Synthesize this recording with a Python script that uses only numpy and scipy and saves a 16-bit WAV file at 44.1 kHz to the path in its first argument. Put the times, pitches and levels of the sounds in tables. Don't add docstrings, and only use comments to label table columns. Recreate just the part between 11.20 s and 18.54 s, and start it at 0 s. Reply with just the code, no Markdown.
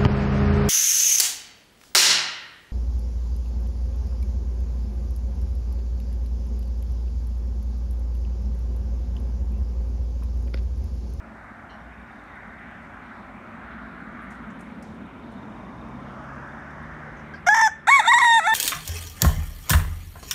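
import sys
import numpy as np
from scipy import signal
from scipy.fft import rfft, irfft
from scipy.io import wavfile
from scipy.ndimage import uniform_filter1d

SR = 44100
rng = np.random.default_rng(int(sys.argv[2]) if len(sys.argv) > 2 else 0)


def undo_db(level):
    steps = np.asarray(level, float) / 20
    return 10 ** steps


def digitize_waveform(pressure):
    field = np.atleast_2d(pressure).T
    bounded = np.clip(field, -1, 1)
    quanta = np.round(bounded * 32767).astype(np.int16)
    wavfile.write(sys.argv[1], SR, quanta)


N = 323694

# (time [s], pitch [Hz], effort [dB], beak opening as second partial [dB], roughness [0-1])
DOODLE = [(6.875, 897.6, -10.5, -6, 0.095), (6.89, 930.5, -12, -3.5, .02), (6.918, 988.6, -17, 11, 0.039),
          (6.94, 925, -10.5, -1.5, .04), (6.96, 960, -13.5, 0, .03), (7.04, 961, -12.5, -0.5, 0.056),
          (7.09, 929, -13.5, -1.5, 0.027), (7.175, 912, -13, -2, 0.025), (7.195, 846, -14.5, -10, .1)]
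DIP = [(7.197, 668, -24.5, -0.5, 0.31), (7.222, 637, -25.5, -4.5, 0.28), (7.262, 703, -20, -2.5, 0.11),
       (7.271, 768, -15.5, -9, .26)]


def rms_one(x):
    return x / np.sqrt(np.mean(x ** 2) + 1e-20)


def in_time(rows):
    s, *columns = np.transpose(rows)
    return [np.interp(np.arange(N) / SR, s, c) for c in columns]


def at_hz(points, hz):
    point_hz, point_db = np.array(points).T
    return np.interp(np.log(hz), np.log(point_hz), point_db)


def drift(rate, size=N):
    pole = np.exp(-16 * np.pi * rate / SR)
    settle = 9000
    noise = rng.standard_normal(size // 8 + settle + 2)
    slow = signal.lfilter([1], [1, -2 * pole, pole * pole], noise)[settle:]
    return np.interp(np.arange(size) / 8, np.arange(len(slow)), rms_one(slow - slow.mean()))


def through(x, spectrum):
    log_gain = at_hz(spectrum, np.arange(4097) * SR / 8192 + 1) * np.log(10) / 20
    cepstrum = irfft(log_gain)
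    cepstrum[1:4096] *= 2
    response = irfft(np.exp(rfft(cepstrum[:4097], 8192)))
    return signal.fftconvolve(x, response)[:len(x)]


def band(x, low_hz, high_hz, order=2):
    return signal.sosfilt(signal.butter(order, [low_hz, high_hz], "band", fs=SR, output="sos"), x)


def add(out, s, sound):
    at = round(s * SR)
    out[at:at + len(sound)] += sound[:N - at]


def road(patchy_db):
    # (frequency [Hz], level [dB per Hz])
    road_colour = [(25, -51), (50, -3), (140, -9.5), (224, 0.5), (300, -8), (450, -15.5), (710, -16),
                   (1460, -11), (2250, -19.5), (2650, -28.5), (3700, -36), (4900, -47), (9000, -50),
                   (15000, -61)]
    # (nearest [s], approach [s], retreat [s], level over the hum [dB])
    passes = [
        (2.9, 1.59, 0.3, 7),
        (4.3, 1.25, 0.46, 8.5),
        (4.8, 1.05, 1.8, 6.5),
        (5.5, 1.7, 0.88, 3),
        (6.099, 0.63, 2.5, 1),
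        (3.9, 1.4, 0.7, 7),
        (5.7, 0.54, 1.7, 5),
    ]
    # (centre [Hz], width [octaves])
    pass_colours = [(1700, 0.8), (214, 0.45), (470, 0.37), (70.5, 0.66), (1300, 1.35), (3100, 0.35),
                    (2970, 0.23)]
    patchy_top_hz, patchy_top_boost = 3040, 0.97
    t = np.arange(N) / SR
    near = []
    for s, approach, retreat, db in passes:
        spread = np.where(t < s, approach, retreat)
        near.append(np.exp(-.5 * ((t - s) / spread) ** 2) * undo_db(2 * db))
    white, out = rng.standard_normal((2, N)), 0
    edges = 22 * 2 ** np.arange(0, 9.9, 1 / 3)
    for k, (low, high) in enumerate(zip(edges, edges[1:])):
        hz = np.sqrt(low * high)
        shares = [np.exp(-.5 * (np.log2(hz / centre_hz) / octaves) ** 2)
                  for centre_hz, octaves in pass_colours]
        power = 1 + np.dot(shares, near)
        mean_power = np.exp(np.log(power).mean())
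        far = np.clip(1 - .5 * np.log2(max(hz / 3200, 1)), 0, 1)
        hedge = patchy_top_boost * np.exp(-.5 * (np.log2(hz / patchy_top_hz) / 1.2) ** 2)
        flicker = undo_db(patchy_db * (far + hedge) * drift(3.2))
        out = out + (power / mean_power) ** (far / 2) * flicker * band(white[k % 2], low, high)
    return undo_db(-41) * rms_one(through(out, road_colour))


def car():
    # (time [s], upper edge [Hz], level [dB])
    rising_edge = [(3.0, 865, -49.5), (4.0, 1110, -50.5), (4.4, 1170, -44.5), (4.8, 1300, -45),
                   (5.1, 1700, -42), (5.4, 1899, -44), (5.9, 2090, -46), (6.2, 2250, -56)]
    edge_hz, db = in_time(rising_edge)
    white, roar = rng.standard_normal((3, N)), 0
    edges = 540 * 2 ** np.arange(0, 2.4, 1 / 6)
    for k, (low, high) in enumerate(zip(edges, edges[1:])):
        tilt = (high / edge_hz) ** .4
        edge_loss = 1 + (np.sqrt(low * high) / edge_hz) ** 24
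        roar = roar + band(white[k % 2], low, high, order=3) * tilt / edge_loss * undo_db(1.3 * drift(4))
    spray = (edge_hz / 1900) ** 0.65 * rms_one(band(white[2], 4600, 6500))
    return undo_db(db) * rms_one(roar) + undo_db(db - 27.0) * spray


def engines():
    # (time [s], level [dB])
    idling = [(0, -49.5), (.7, -44), (1.3, -56), (2.0, -54), (2.6, -45), (3.2, -46)]
    # (time [s], firing rate [Hz], load [dB])
    pulling = [(4.4, 60.6, -48.5), (4.98, 66.1, -52), (5.2, 70.6, -48.5), (5.35, 73.3, -55.5),
               (5.6, 74.9, -48.5), (5.9, 74.3, -51.5), (6.1, 76.46, -51.5), (7.3, 77, -56)]
    idle_hz, beat_period_s, beat_start_s, beat_share = 59.4, .62, 0.092, 1
    db, = in_time(idling)
    t = np.arange(N) / SR
    beat = (1 + beat_share * np.cos(2 * np.pi * (t - beat_start_s) / beat_period_s)) / 2
    idle_phase = 2 * np.pi * np.cumsum(idle_hz * (1 + 0.013 * drift(2.44))) / SR
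    idle = undo_db(db) * beat * np.sin(idle_phase) * np.clip((3.6 - t) / 0.3, 0, 1)
    hz, load_db = in_time(pulling)
    phase = 2 * np.pi * np.cumsum(hz * (1 + 0.02 * drift(5.1))) / SR
    boom_db = -51 + 1.8 * (load_db + 49)
    orders = undo_db(boom_db + 6) * np.sin(phase)
    orders += undo_db(load_db + 6.5) * (np.sin(2 * phase) + 0.59 * np.sin(3 * phase))
    return idle + orders * np.clip((t - 4.2) / 0.49, 0, 1)


def insect(hz=8800):
    # (start [s], end [s], chirp level [dB])
    ticking = [
        (.6, 2.08, -74.5),
        (2.6, 4.05, -76),
        (4.45, 5.797, -76),
    ]
    start_s, period_s = .0995, .11767
    t = np.arange(N) / SR
    beat = ((t - start_s) / period_s + .5) % 1 - .5
    strokes = 1 + 0.51 * np.sin(2 * np.pi * 230 * t)
    chirp = np.exp(-.5 * (beat * period_s / 0.0039) ** 2) * strokes
    tone = band(rng.standard_normal(N), hz - 170, hz + 170)
    bouts = sum(undo_db(db) * np.clip(np.minimum(t - start, end - t) / .15, 0, 1)
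                for start, end, db in ticking)
    return bouts * chirp * rms_one(tone)


def small_bird():
    # (start [s], level [dB], number of notes)
    phrases = [
        (.607, -61, 21),
        (3.685, -60, 9),
        (4.04, -63, 4),
        (4.19, -58, 17),
        (5.246, -60, 10),
    ]
    period_s, trill_hz, gain_db, uneven_db = 0.043, 3590, -4.5, 2.5
    out, t = np.zeros(N), np.arange(round(0.019 * SR)) / SR
    for start, db, count in phrases:
        for k, (late, loud, high) in enumerate(rng.standard_normal((count, 3))):
            note_hz = trill_hz * (1 + .012 * high)
            chirp = np.hanning(len(t)) * np.sin(2 * np.pi * note_hz * (1.085 * t - 3.6 * t ** 2))
            at_s = start - .006 + period_s * k + 0.0049 * late
            add(out, at_s, undo_db(db + gain_db + uneven_db * loud) * chirp)
    t = np.arange(SR // 5) / SR
    trees = rng.standard_normal(len(t)) * undo_db(-60 * t / .25)
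    return out + undo_db(-36) * signal.fftconvolve(out, trees)[:N]


def rustles():
    # (time [s], level [dB], centre [Hz], width [octaves], length [s])
    bursts = [(0.24, -66, 7000, 1.2, 0.0035), (0.491, -53, 2960, 0.14, 0.051),
              (0.495, -58, 4140, 0.17, 0.037), (0.499, -65, 5600, .12, 0.055), (.602, -74, 5600, .12, .02),
              (3.016, -69, 9800, .5, .03), (3.102, -59, 7000, 0.93, .035), (3.302, -62, 6450, 0.52, 0.011),
              (3.39, -66, 8000, .7, .06), (3.407, -54, 7750, .8, .008), (3.625, -48.5, 6660, 1, 0.0058),
              (3.631, -63, 5000, 1.2, 0.095), (4.117, -68, 8000, .9, .02), (5.135, -66, 6000, 0.83, 0.0051),
              (5.508, -67, 5980, 0.83, .006), (5.966, -65, 6300, 0.18, 0.035), (5.989, -64, 5590, .2, .03),
              (6.136, -55.5, 4960, 0.37, 0.025), (6.155, -58, 4730, 0.32, 0.019)]
    size = 9000
    noise = rng.standard_normal((len(bursts), size)) * undo_db(3 * rng.standard_normal(size))
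    out, t = np.zeros(N), np.arange(size) / SR
    for (s, db, hz, octaves, length), grain in zip(bursts, noise):
        half = 2 ** (octaves / 2)
        burst = rms_one(band(grain, hz / half, min(hz * half, 19000)))
        envelope = np.minimum(t / (0.1 * length), 1) * np.exp(-t / length)
        add(out, s, undo_db(db - 0.5) * burst * envelope)
    return out


def voice_controls(syllables, t):
    # (time [s], length [s], head pitch [Hz], effort [dB], roughness [0-1])
    cracks = [
        (6.343, .006, 940, -8, 0.72),
        (6.364, 0.01, 919, -9.5, 0.71),
        (6.39, 0.0046, 950, -8.5, 0.7),
        (6.411, .007, 991, -9, 0.76),
        (6.919, .014, 1100, -14, 0.05),
        (6.983, .008, 1091, -10.5, 0.33),
        (6.992, .005, 1072, -21, 0.7),
        (6.997, .018, 1090, -14.5, 0.21),
        (7.039, 0.0056, 1061, -13.5, .58),
    ]
    controls = np.zeros((4, len(t)))
    for k, rows in enumerate(syllables):
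        s, *columns = np.transpose(rows)
        curves = [np.interp(t, s, c) for c in columns]
        controls = np.where((t >= s[0]) | (k == 0), curves, controls)
    hz, effort_db, second_db, rough = controls
    quiver = np.cos(2 * np.pi * 36.5 * (t - 6.95)) * (t > DOODLE[0][0]) * (t < DIP[0][0])
    quiver *= np.exp(-np.clip(t - cracks[-1][0], 0, None) / 0.21)
    hz = hz * (1 + 0.013 * quiver)
    second_db = second_db + 2.5 * quiver
    for s, length, head_hz, head_db, head_rough in cracks:
        inside = (t > s) & (t < s + length)
        settle = (t >= s + length) * np.exp(-np.abs(t - s - length) / 0.0043)
        hz = np.where(inside, head_hz, hz)
        rough = np.where(inside, head_rough, rough + 0.66 * settle)
        effort_db = np.where(inside, head_db, effort_db)
        second_db = np.where(inside, -1, second_db + 7 * settle)
    return hz, effort_db, second_db, rough


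def note(syllables, throat, cavities, breath_db, rasp_db, jitter, blur):
    # (start [s], end [s], level [dB])
    half_lines = [
        (6.304, 6.347, -29),
        (6.343, 6.418, -14),
        (6.686, 6.77, -36),
        (7.28, 7.311, -19.5),
    ]
    odd_partials_db = -1.5
    onset = syllables[0][0][0]
    t = onset - .005 + np.arange(round(.75 * SR)) / SR
    hz, effort_db, second_db, rough = voice_controls(syllables, t)
    pitch = uniform_filter1d(hz, size=45)
    rough = uniform_filter1d(np.clip(rough, 0, 1), size=130)
    effort = uniform_filter1d(undo_db(effort_db) * (t > onset), size=150)
    second = uniform_filter1d(undo_db(second_db), size=260)
    wobble = jitter * rough * drift(220, size=len(t)) + 0.0036 * drift(40, size=len(t))
    pitch = pitch * (1 + wobble)
    phase = 2 * np.pi * np.cumsum(pitch) / SR
    pulses = np.cos(phase) + second * np.cos(2 * phase)
    for k in range(3, 25):
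        smear = blur * (k - 3) * drift(160, size=len(t))
        shimmer = undo_db(min(k - 2, 4.5) * drift(26.7, size=len(t)))
        audible = k * pitch < 17000
        pulses += np.cos(k * phase + smear) * shimmer * audible * undo_db(odd_partials_db * (k % 2))
    for start, end, db in half_lines:
        gate = uniform_filter1d(1. * (t > start) * (t < end), size=300)
        pulses *= 1 + 2 * undo_db(db) * np.cos(phase / 2) * gate
    hiss = rng.standard_normal(len(t)) * (1 + 0.44 * np.cos(phase))
    voice = pulses * (1 - .5 * rough) + undo_db(breath_db) * (0.012 + rough) * hiss
    voice += undo_db(rasp_db) * (0.11 + rough) * np.sqrt(effort / 0.064) * band(hiss, 3140, 22000)
    voice = through(effort * voice, throat)
    for centre_hz, width_hz, db in cavities * 2:
        resonance = signal.lfilter(*signal.iirpeak(centre_hz, centre_hz / width_hz, SR), voice)
        voice = voice + (undo_db(db) - 1) * resonance
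    out = np.zeros(N)
    add(out, t[0], voice)
    return out


def rooster():
    # (frequency [Hz], level [dB])
    throat_bent = [(400, -51), (650, -4.5), (1200, 1), (1350, -8), (1800, -3), (2250, -11.5), (2600, -33.5),
                   (3550, -23.5), (4150, -55), (5500, -22), (6100, -23.5), (7900, -37), (11900, -45.5),
                   (15000, -52)]
    throat_stretched = [(600, -15), (760, 2), (860, 4), (1200, -1), (1350, 6.5), (2150, 0.5), (3050, -24.5),
                        (3650, -3.5), (4050, -20.5), (4970, -22.5), (6600, -26), (7650, -25.5),
                        (8900, -29.5), (15000, -37.5)]
    # (centre [Hz], width [Hz], level [dB])
    cavities_bent = [(4050, 450, -14), (9000, 500, -7), (10300, 400, -5), (13400, 600, -7)]
    cavities_stretched = [(3100, 400, -16), (4980, 850, -22), (12700, 1800, -24), (7550, 450, 4),
                          (14500, 2500, -4)]
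    # (time [s], pitch [Hz], effort [dB], beak opening as second partial [dB], roughness [0-1])
    cock_start = [(6.264, 625.5, -24, 0, 0.96), (6.27, 708, -11.5, 1.4, 0.52), (6.284, 712, -11.5, 1, .15)]
    cock = [(6.286, 784, -3, -10, .02), (6.293, 833, -15, 14.5, .1), (6.308, 839, -11.5, 0, 0.03),
            (6.335, 866, -15, 11.5, 0), (6.35, 889, -12, -4, 0.43), (6.378, 886, -12, 3, 0.22),
            (6.405, 887, -11.5, -0.5, 0.04), (6.435, 893, -9, 1, 0.06), (6.47, 856, -9.5, -2, 0.21)]
    cock_end = [(6.476, 765, -15.5, 10, 0.99), (6.5, 838, -33.5, 6, 0.92), (6.506, 840, -73, 4, 0)]
    a_start = [(6.671, 607.3, -19.5, 2.5, 0.8), (6.678, 708, -19.5, 2, 0.61),
               (6.685, 831, -11.5, -7.5, .13), (6.692, 939, -10.5, -2, 0.098), (6.7, 938, -13, 6, 0.16)]
    a_syllable = [(6.701, 1074, -11, -12, 0.23), (6.718, 1100, -9.5, 3.5, 0.064),
                  (6.735, 1118, -9.5, 7.5, 0.04), (6.768, 1100, -9, 2, .05), (6.774, 1066, -11.5, -7, 0.17),
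                  (6.787, 1047, -15.5, 3.5, 0.19), (6.792, 965, -14.5, 3, .6), (6.797, 890, -8.5, -6, 0.07),
                  (6.807, 825, -15, -11, 0.21)]
    creak = [(6.809, 647.7, -21, -5, 0.71), (6.828, 619.2, -23, -3.5, 0.73), (6.842, 686.4, -27, 7, 1),
             (6.848, 758.7, -22, -4, 1), (6.854, 663, -19.5, -2.5, 0.58), (6.869, 716, -20.5, -1, 0.33),
             (6.874, 821.5, -19, -4, 0.78)]
    doo = [(7.273, 857, -15, 1, .18), (7.282, 873, -17.5, -2.5, .05), (7.34, 903, -18.5, 3.5, .035)]
    # (time [s], pitch [Hz], level [dB], length [s])
    cluck = [
        (6.134, 1600, -33, .022),
    ]
    crow = note([cock_start, cock, cock_end], throat_bent, cavities_bent,
                breath_db=0, rasp_db=9, jitter=.05, blur=.11)
    crow += note([a_start, a_syllable, creak, DOODLE, DIP, doo], throat_stretched, cavities_stretched,
                 breath_db=3.5, rasp_db=7, jitter=0.051, blur=0.031)
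    crow *= undo_db(3.5)
    for s, hz, db, length in cluck:
        t = np.arange(round(length * SR)) / SR
        squeak = np.sin(2 * np.pi * hz * t) + 0.085 * np.sin(4 * np.pi * hz * t)
        add(crow, s, undo_db(db) * np.sin(np.pi * t / length) * squeak)
    t = np.arange(SR // 2) / SR
    scatter = rng.standard_normal(len(t)) * (t > .008)
    echo = band(scatter, 1370, 4000) * undo_db(-60 * t / .5)
    echo += 1.6 * band(scatter, 4200, 8800) * undo_db(-60 * t / 0.25)
    echo += 0.42 * band(scatter, 480, 1640) * undo_db(-60 * t / 0.4)
    return crow + undo_db(-46) * signal.fftconvolve(crow, echo)[:N]


def scene():
    far = road(patchy_db=1.09) + car() + engines() + insect() + small_bird() + rustles()
    return (far + rooster())[None]


def band_limit(x):
    return signal.sosfilt(signal.butter(12, 15910, fs=SR, output="sos"), x)


def record(dry):
    t = np.arange(N) / SR
    level_db = 10 * np.log10(uniform_filter1d(dry[0] ** 2, size=900) + 1e-12)
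    held_db = np.maximum.accumulate(level_db + 4 * t) - 4 * t
    attack = np.exp(-1 / (.012 * SR))
    cut_db = signal.lfilter([1 - attack], [1, -attack], 0.32 * np.clip(held_db + 22.5, 0, None))
    headroom = 1.17
    rounded = headroom * np.tanh(dry * undo_db(-cut_db) / headroom)
    top_cut = signal.ellip(12, .5, 80, 15300, fs=SR, output="sos")
    return band_limit(signal.sosfilt(top_cut, rounded))


dry = scene()
out = record(dry)
digitize_waveform(out)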